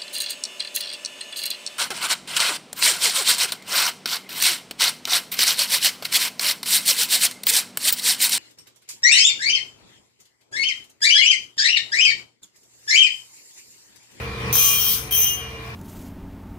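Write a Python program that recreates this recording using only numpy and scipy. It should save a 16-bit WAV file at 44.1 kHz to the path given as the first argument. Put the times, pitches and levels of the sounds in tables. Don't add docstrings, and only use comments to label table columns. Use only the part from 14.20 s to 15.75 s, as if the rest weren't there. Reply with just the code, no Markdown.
import sys
import numpy as np
from scipy import signal
from scipy.fft import rfft, irfft
from scipy.io import wavfile
from scipy.ndimage import uniform_filter1d

SR = 44100
rng = np.random.default_rng(int(sys.argv[2]) if len(sys.argv) > 2 else 0)


def transcribe(signal):
    frames = np.atleast_2d(signal).T
    limited = np.clip(frames, -1, 1)
    pcm = np.round(limited * 32767).astype(np.int16)
    wavfile.write(sys.argv[1], SR, pcm)


def nominal_scale(level):
    x = np.asarray(level, float) / 20
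    return 10 ** x


N = 68355
T = np.arange(N) / SR

# (time [s], level [dB])
MOTOR_LEVEL = [(0, 9), (.03, 8.5), (.17, 8), (0.238, 11.5), (.32, 14), (.37, 7), (.43, 3.5), (.6, 3),
               (.85, 3.5), (1.0, 5), (1.12, 2), (1.238, 4.5), (1.4, 4), (1.55, 4.5)]
# (frequency [Hz], density [dB per Hz])
WHIRR_SPECTRUM = [(18, -34), (30, -1), (124, -3), (266, -13), (437, -9.5), (616, -13.5), (1960, -11.5),
                  (2410, -13), (16000, -39.5)]
# (frequency [Hz], likeness [0-1])
PORT_LIKENESS = [(30, 1), (400, 0.95), (650, 0.44), (1200, 0.42), (4000, 0.057), (16000, 0.4)]
# (frequency [Hz], lead [rad])
LEFT_LEAD = [(30, 0), (500, -0.29), (800, -0.05), (1640, 3), (2400, 8), (16000, 35.5)]
# (frequency [Hz], left minus right [dB])
SIDE_TILT = [(30, 0.1), (1500, -0.5), (5000, 5), (16000, 9)]
# (frequency [Hz], level [dB rms], width [Hz], steadiness [0-1])
HUM = [(59.7, -49.5, 0.81, 0.97), (76.3, -48.5, 0.5, 0.9), (121, -47, 2.4, 0.95), (144.3, -57.5, 10, 0),
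       (197, -53, 20, 0.04), (315.5, -61, 12.3, 0.94), (450.8, -51, 6.27, 0.95), (1031, -55.5, 6, 0.95),
       (1116, -55, 5.2, 1), (2418, -51, 11.7, 0.99), (2370, -52.5, 11.3, 0.47), (2130, -90, 3.6, 0.6)]
# (frequency [Hz], level [dB rms], strongest at [s], spread [s])
WHINE = [(479, -42.5, .2, .17), (1249, -47, .2, .25), (1341, -50, .17, .17), (1879, -53, .2, .2),
         (1435, -54, .55, .2), (740, -51, .87, .04), (730, -48, 1.22, .055), (680, -52, 1.43, .1),
         (980, -55, .65, .1)]
# (frequency [Hz], T60 [s])
ROOM_T60 = [(1000, 1), (4000, 0.32), (8000, 0.44), (16000, 0.24)]
# (strongest tick [s], spread [s], level [dB])
GRAZE = [
    (0.032, 0.025, -53.5),
    (.203, 0.013, -57),
    (1.306, 0.021, -55.5),
    (1.465, 0.037, -56.5),
]
# (time [s], level [dB], share that comes once per turn [0-1])
FIRST_BITE = [
    (.327, -23, 0.6),
    (.345, -21.5, 0.3),
    (.375, -20, 0.33),
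    (.45, -20, 0.14),
    (.51, -21.5, 0.75),
    (.55, -25, 0.41),
    (.65, -23.5, 0.47),
    (.73, -23, 0.28),
    (.75, -27.5, 0.34),
]
SECOND_BITE = [
    (.909, -28.5, .3),
    (.93, -23, 0.56),
    (.965, -26, .3),
    (1.0, -25, 0.17),
    (1.04, -23.5, 0.97),
    (1.05, -29, .3),
    (1.1, -30.5, 0.22),
    (1.13, -35.5, 0.3),
    (1.17, -65, .3),
]
# (frequency [Hz], density [dB per Hz])
FIRST_GRIT = [(880, -16), (1500, -23.5), (2560, -19), (3300, -9.5), (4970, -11), (6000, -6.5), (7540, -9.5),
              (11000, -7.5), (16000, 2)]
SECOND_GRIT = [(880, -2), (1500, -25.5), (2560, -8.5), (3300, -8.5), (4500, -22), (6000, -8), (7300, -20),
               (8800, -9.5), (16000, 3.5)]
FIRST_PITCHES = [1130, 2412, 2856, 3166, 3160, 5727, 5761, 6175, 6208, 9716, 10310, 13500, 14385, 15110]
SECOND_PITCHES = [2410, 2854, 3157, 3148, 5765, 5793, 6220, 9712, 10310, 11900, 12400, 14080, 14450, 15115]
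# (level [dB], T60 [s], strongest at [s], spread [s])
FIRST_RING = [(-17.5, 0.51, 0.48, 0.12), (-8.5, 0.71, 0.4, 0.11), (-10.5, 0.45, 0.514, 0.09),
              (-3.5, 0.27, 0.585, 0.1), (-11.5, 0.11, 0.376, 0.023), (-3.5, 0.16, 0.628, 0.037),
              (-10, 0.48, 0.312, 0.5), (-8.5, 0.14, 0.4, 0.1), (-15, 0.47, 0.214, 0.52),
              (-19, 0.46, 0.51, 0.53), (-14, 0.38, 0.35, 0.1), (-20, 0.025, 0.92, 0.15),
              (-4, 0.033, 0.31, 0.59), (-9, 0.026, 0.33, 0.37)]
SECOND_RING = [(-16, 0.82, 0.96, 0.052), (2, 0.75, 1.121, 0.08), (-1, 0.255, 0.93, 0.034),
               (2, 0.49, 1.077, 0.058), (-7, 0.07, 1.2, 0.28), (-7, 0.7, 0.986, 0.03),
               (-5.5, 0.41, 1.03, 0.09), (-19.5, 0.44, 0.91, 0.35), (-11, 0.41, 0.86, 0.13),
               (-3, 0.029, 0.98, 0.044), (-5, 0.034, 0.95, 0.079), (4, 0.115, 0.985, 0.024),
               (5.5, 0.01213, 1.045, 0.046), (-10, .07, 1.3, 0.092)]
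# (frequency [Hz], left minus right [dB])
RING_PAN = [(1000, 6), (2400, -6.5), (3160, 5.5), (5800, 9.5), (6200, 23), (10000, 25), (15000, -7.5)]
# (frequency [Hz], level [dB])
FIRST_TURN_LINES = [(2710, -24), (2783, -23), (2929, -27), (3015, -27), (3467, -26), (3842, -20), (3997, -26),
                    (4221, -24), (4296, -27), (4745, -27), (5060, -26), (5196, -23), (5276, -25), (5501, -24)]
SECOND_TURN_LINES = [(2622, -26), (2990, -25), (3225, -24), (3375, -23), (3747, -28), (4490, -31), (5033, -31),
                     (5238, -27), (5480, -29)]
# (time [s], level [dB], length [s])
KNOCKS = [(.3282, -13, .001), (.3413, -9, .0004), (.3546, -10, .001), (.3670, -14, .0005),
          (.3690, -9, .001), (.3722, -14, .0005), (.3808, -14, .0015), (.3958, -13, .0008),
          (.4585, -12, .001), (.5135, -14, .0008), (.5395, -14, .0008), (.9108, -21, .0015),
          (.9240, -20, .001), (.9287, -18, .001), (.9512, -18, .001)]
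# (frequency [Hz], gain [dB])
MIC_RESPONSE = [(5500, 0), (6700, -2), (7600, -7), (8500, -2), (11500, -1), (14200, 2), (16000, -2)]

WHEEL_HZ, SLOWED_WHEEL_HZ = 75.38, 75.0
BUMP_HZ, FIRST_BUMP_S = 74.0, .3285
TOP_HZ = 15800


def evened(x):
    return x / np.sqrt(np.mean(x ** 2) + 1e-20)


def read(points, hz):
    f, value = np.transpose(points)
    return np.interp(np.log(hz + 1), np.log(f + 1), value)


def swell(at, spread):
    return np.exp(-.5 * ((T - at) / spread) ** 2)


def resonate(x, hz, width):
    turn = np.exp(2j * np.pi * hz * T)
    r = np.exp(-np.pi * width / SR)
    return 2 * (turn * signal.lfilter([1 - r], [1, -r], x / turn)).real


def wavering(hz, width, steady):
    phase = np.cumsum(rng.standard_normal(N)) * np.sqrt(2 * np.pi * width / SR)
    tone = np.sqrt(2) * np.cos(2 * np.pi * (hz * T + rng.random()) + phase)
    noise = evened(resonate(rng.standard_normal(N), hz, 2 * width))
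    return steady * tone + np.sqrt(1 - steady ** 2) * noise


def whirr():
    frames, hz = N // 256 + 5, np.fft.rfftfreq(1024, 1 / SR)
    real, imag, patches = rng.standard_normal((frames, 513, 3)).T
    patches = uniform_filter1d(patches, size=10, axis=0)
    patches = evened(uniform_filter1d(patches, size=10, axis=1))
    flicker = evened(uniform_filter1d(rng.standard_normal(frames), size=8))
    flicker = flicker * np.minimum(hz / 9000, 1)[:, None]
    level_db = read(WHIRR_SPECTRUM, hz)[:, None] + 2.0 * patches + 0.18 * flicker
    noise = signal.istft((real + 1j * imag) * nominal_scale(level_db), nperseg=1024, noverlap=768)[1][:N]
    return nominal_scale(-42.5) * evened(noise)


def hum():
    return sum(nominal_scale(db) * wavering(hz, 0.4 * width, steady) for hz, db, width, steady in HUM)


def whine():
    return sum(nominal_scale(db) * swell(at, spread) * wavering(hz, 1.78, 0.81) for hz, db, at, spread in WHINE)


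def ports(x, other):
    hz = np.fft.rfftfreq(N, 1 / SR)
    same = np.clip(read(PORT_LIKENESS, hz), 0, 1)
    tilt = nominal_scale(read(SIDE_TILT, hz) / 2)
    a, b = rfft(x), rfft(other)
    right = same * a * np.exp(-1j * read(LEFT_LEAD, hz)) + np.sqrt(1 - same ** 2) * b
    return irfft(np.array([a * tilt, right / tilt]), N)


def motors():
    split_hz, treble_follows = 13600, 0.21
    both = ports(whirr() + hum(), whirr() + hum())
    t, db = np.transpose(MOTOR_LEVEL)
    level_db = np.interp(T, t, db)
    low = signal.sosfiltfilt(signal.butter(2, split_hz, fs=SR, output="sos"), both)
    moving = low * nominal_scale(level_db) + (both - low) * nominal_scale(treble_follows * level_db)
    gear = whine()
    return moving + ports(gear, gear)


def room(x):
    taps = np.zeros((2, SR // 2))
    at = np.arange(120, SR // 2 - 20, 20)
    at = at + rng.integers(0, 20, (2, len(at)))
    np.put_along_axis(taps, at, rng.choice([-1., 1.], at.shape), 1)
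    hz, t, z = signal.stft(taps, SR, nperseg=256)
    decay = nominal_scale(-60 * t / read(ROOM_T60, hz)[:, None])
    tail = signal.istft(z * decay, SR, nperseg=256)[1]
    return signal.fftconvolve(x[None], tail / np.linalg.norm(tail[0]), axes=1)[:, :N]


def graze():
    centre_hz, width_hz, sharpness = 10800, 8700, 2.1
    touch = np.zeros(N)
    for at, spread, db in GRAZE:
        once_per_turn = np.exp(sharpness * (np.cos(2 * np.pi * WHEEL_HZ * (T - at)) - 1))
        touch += nominal_scale(db) * once_per_turn * swell(at, spread)
    noise = resonate(rng.standard_normal(N), centre_hz, width_hz)
    noise = resonate(noise, centre_hz, width_hz)
    ticks = nominal_scale(8.0) * touch * evened(noise)
    return ticks * nominal_scale(np.array([[2.5], [-2.5]])) + nominal_scale(-15) * room(ticks)


def pressure(bite):
    t, db, share = np.transpose(bite)
    onset = np.clip((T - t[0]) / 0.00076, 0, 1)
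    release = np.clip((t[-1] - T) / 0.002, 0, 1)
    force = nominal_scale(np.interp(T, t, db)) * onset * release
    bump = np.exp(3.5 * (np.cos(2 * np.pi * BUMP_HZ * (T - FIRST_BUMP_S)) - 1))
    share = np.clip(np.interp(T, t, share), 0, 1)
    return force * np.sqrt(1 - share + share * evened(bump) ** 2)


def grains(turn_hz):
    grains_per_s, spread_db, memory = 6800, 1.5, .86
    size = nominal_scale(spread_db * np.minimum(rng.exponential(1, N), 4))
    size = size * (rng.random(N) < grains_per_s / SR)
    fresh = evened(size * rng.standard_normal(N))
    turn = round(SR / turn_hz)
    rim = np.resize(fresh[::-1], (N // turn + 1, turn))
    again = signal.lfilter([1], [1, -memory], rim, axis=0).ravel()[:N]
    return evened(again), fresh


def grit(force, turn_hz, spectrum):
    repeat_top_hz, patch_db = 8500, 1.8
    scrape = np.array(grains(turn_hz)) * force
    hz, t, (again, fresh) = signal.stft(scrape, SR, nperseg=1024, noverlap=768)
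    share = 1 / (1 + (hz[:, None] / repeat_top_hz) ** 4)
    z = np.sqrt(share) * again + np.sqrt(1 - share) * fresh
    patches = uniform_filter1d(rng.standard_normal(z.shape), size=10, axis=1)
    patches = evened(uniform_filter1d(patches, size=14, axis=0))
    colour = evened(nominal_scale(read(spectrum, hz)) * (hz > 1200) * (hz < TOP_HZ))
    z = z * colour[:, None] * nominal_scale(patch_db * patches)
    hiss = signal.istft(z, SR, nperseg=1024, noverlap=768)[1][:N]
    return hiss * force / (force + 1e-4)


def hiss(first, second):
    both = grit(first, WHEEL_HZ, FIRST_GRIT) + grit(second, SLOWED_WHEEL_HZ, SECOND_GRIT)
    direct = np.array([both, np.roll(both, shift=3)]) * nominal_scale(-3.5)
    pan = nominal_scale(np.array([[2.5], [-2.5]]))
    return pan * (direct + room(nominal_scale(3) * both))


def band(force, pitches, modes):
    steady, blur, apart = .94, .7, .5
    beat_share, beat_depth = 0.00283, 0.29
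    out = np.zeros((2, N))
    for hz, (db, t60, at, spread) in zip(pitches, modes):
        keep = nominal_scale(-120 / (t60 * SR))
        energy = signal.lfilter([1 - keep], [1, -keep], (force * swell(at, spread)) ** 2)
        a, b = (wavering(hz, blur * 2.56 / t60, steady) for port in range(2))
        quarter_cycle = round(SR / hz / 4)
        right = np.sqrt(1 - apart ** 2) * np.roll(a, quarter_cycle) + apart * b
        pan = nominal_scale(read(RING_PAN, hz) / 2)
        beat = 1 + beat_depth * np.cos(2 * np.pi * beat_share * hz * (T - at))
        out += nominal_scale(db) * np.sqrt(energy) * beat * np.array([a * pan, right / pan])
    return out


def turn_lines(force, modes):
    hz, half = np.fft.rfftfreq(N, 1 / SR), 4
    comb = sum(nominal_scale(db) * half / (half + 1j * (hz - f)) for f, db in modes)
    comb = comb * np.sqrt(SR / (2 * np.pi * half))
    a, b = force * rng.standard_normal((2, N))
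    return irfft(rfft(np.array([a, 0.23 * a + 0.74 * b])) * comb, N)


def knocks():
    force = np.zeros(N)
    for at, db, length in KNOCKS:
        decay = np.exp(-np.maximum(T - at, 0) / length)
        force += nominal_scale(db) * (T > at) * decay * np.minimum(abs(T - at) / .0003, 1)
    chips = force * evened(resonate(rng.standard_normal(N), 14200, 3500))
    return nominal_scale(5) * np.array([chips, .8 * chips]) + nominal_scale(-6) * room(chips)


def scene():
    first, second = pressure(FIRST_BITE), pressure(SECOND_BITE)
    mix = motors() + graze() + hiss(first, second)
    mix += band(first, FIRST_PITCHES, FIRST_RING) + band(second, SECOND_PITCHES, SECOND_RING)
    mix += turn_lines(first, FIRST_TURN_LINES) + turn_lines(second, SECOND_TURN_LINES)
    return mix + knocks()


def top_cut(x):
    return signal.sosfilt(signal.butter(12, 16000, fs=SR, output="sos"), x)


def record(dry):
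    ceiling, mic_low_hz = .85, 52
    limited = ceiling * np.tanh(dry / ceiling)
    bass_cut = signal.butter(4, mic_low_hz, "high", fs=SR, output="sos")
    heard = signal.sosfilt(bass_cut, limited)
    band_limit = signal.firwin(511, TOP_HZ, window=("kaiser", 9), fs=SR)
    heard = signal.oaconvolve(heard, band_limit[None], "same")
    response = nominal_scale(read(MIC_RESPONSE, np.fft.rfftfreq(N, 1 / SR)))
    mix = irfft(rfft(heard) * response, N)
    return top_cut(mix)


dry = scene()
out = record(dry)
transcribe(out)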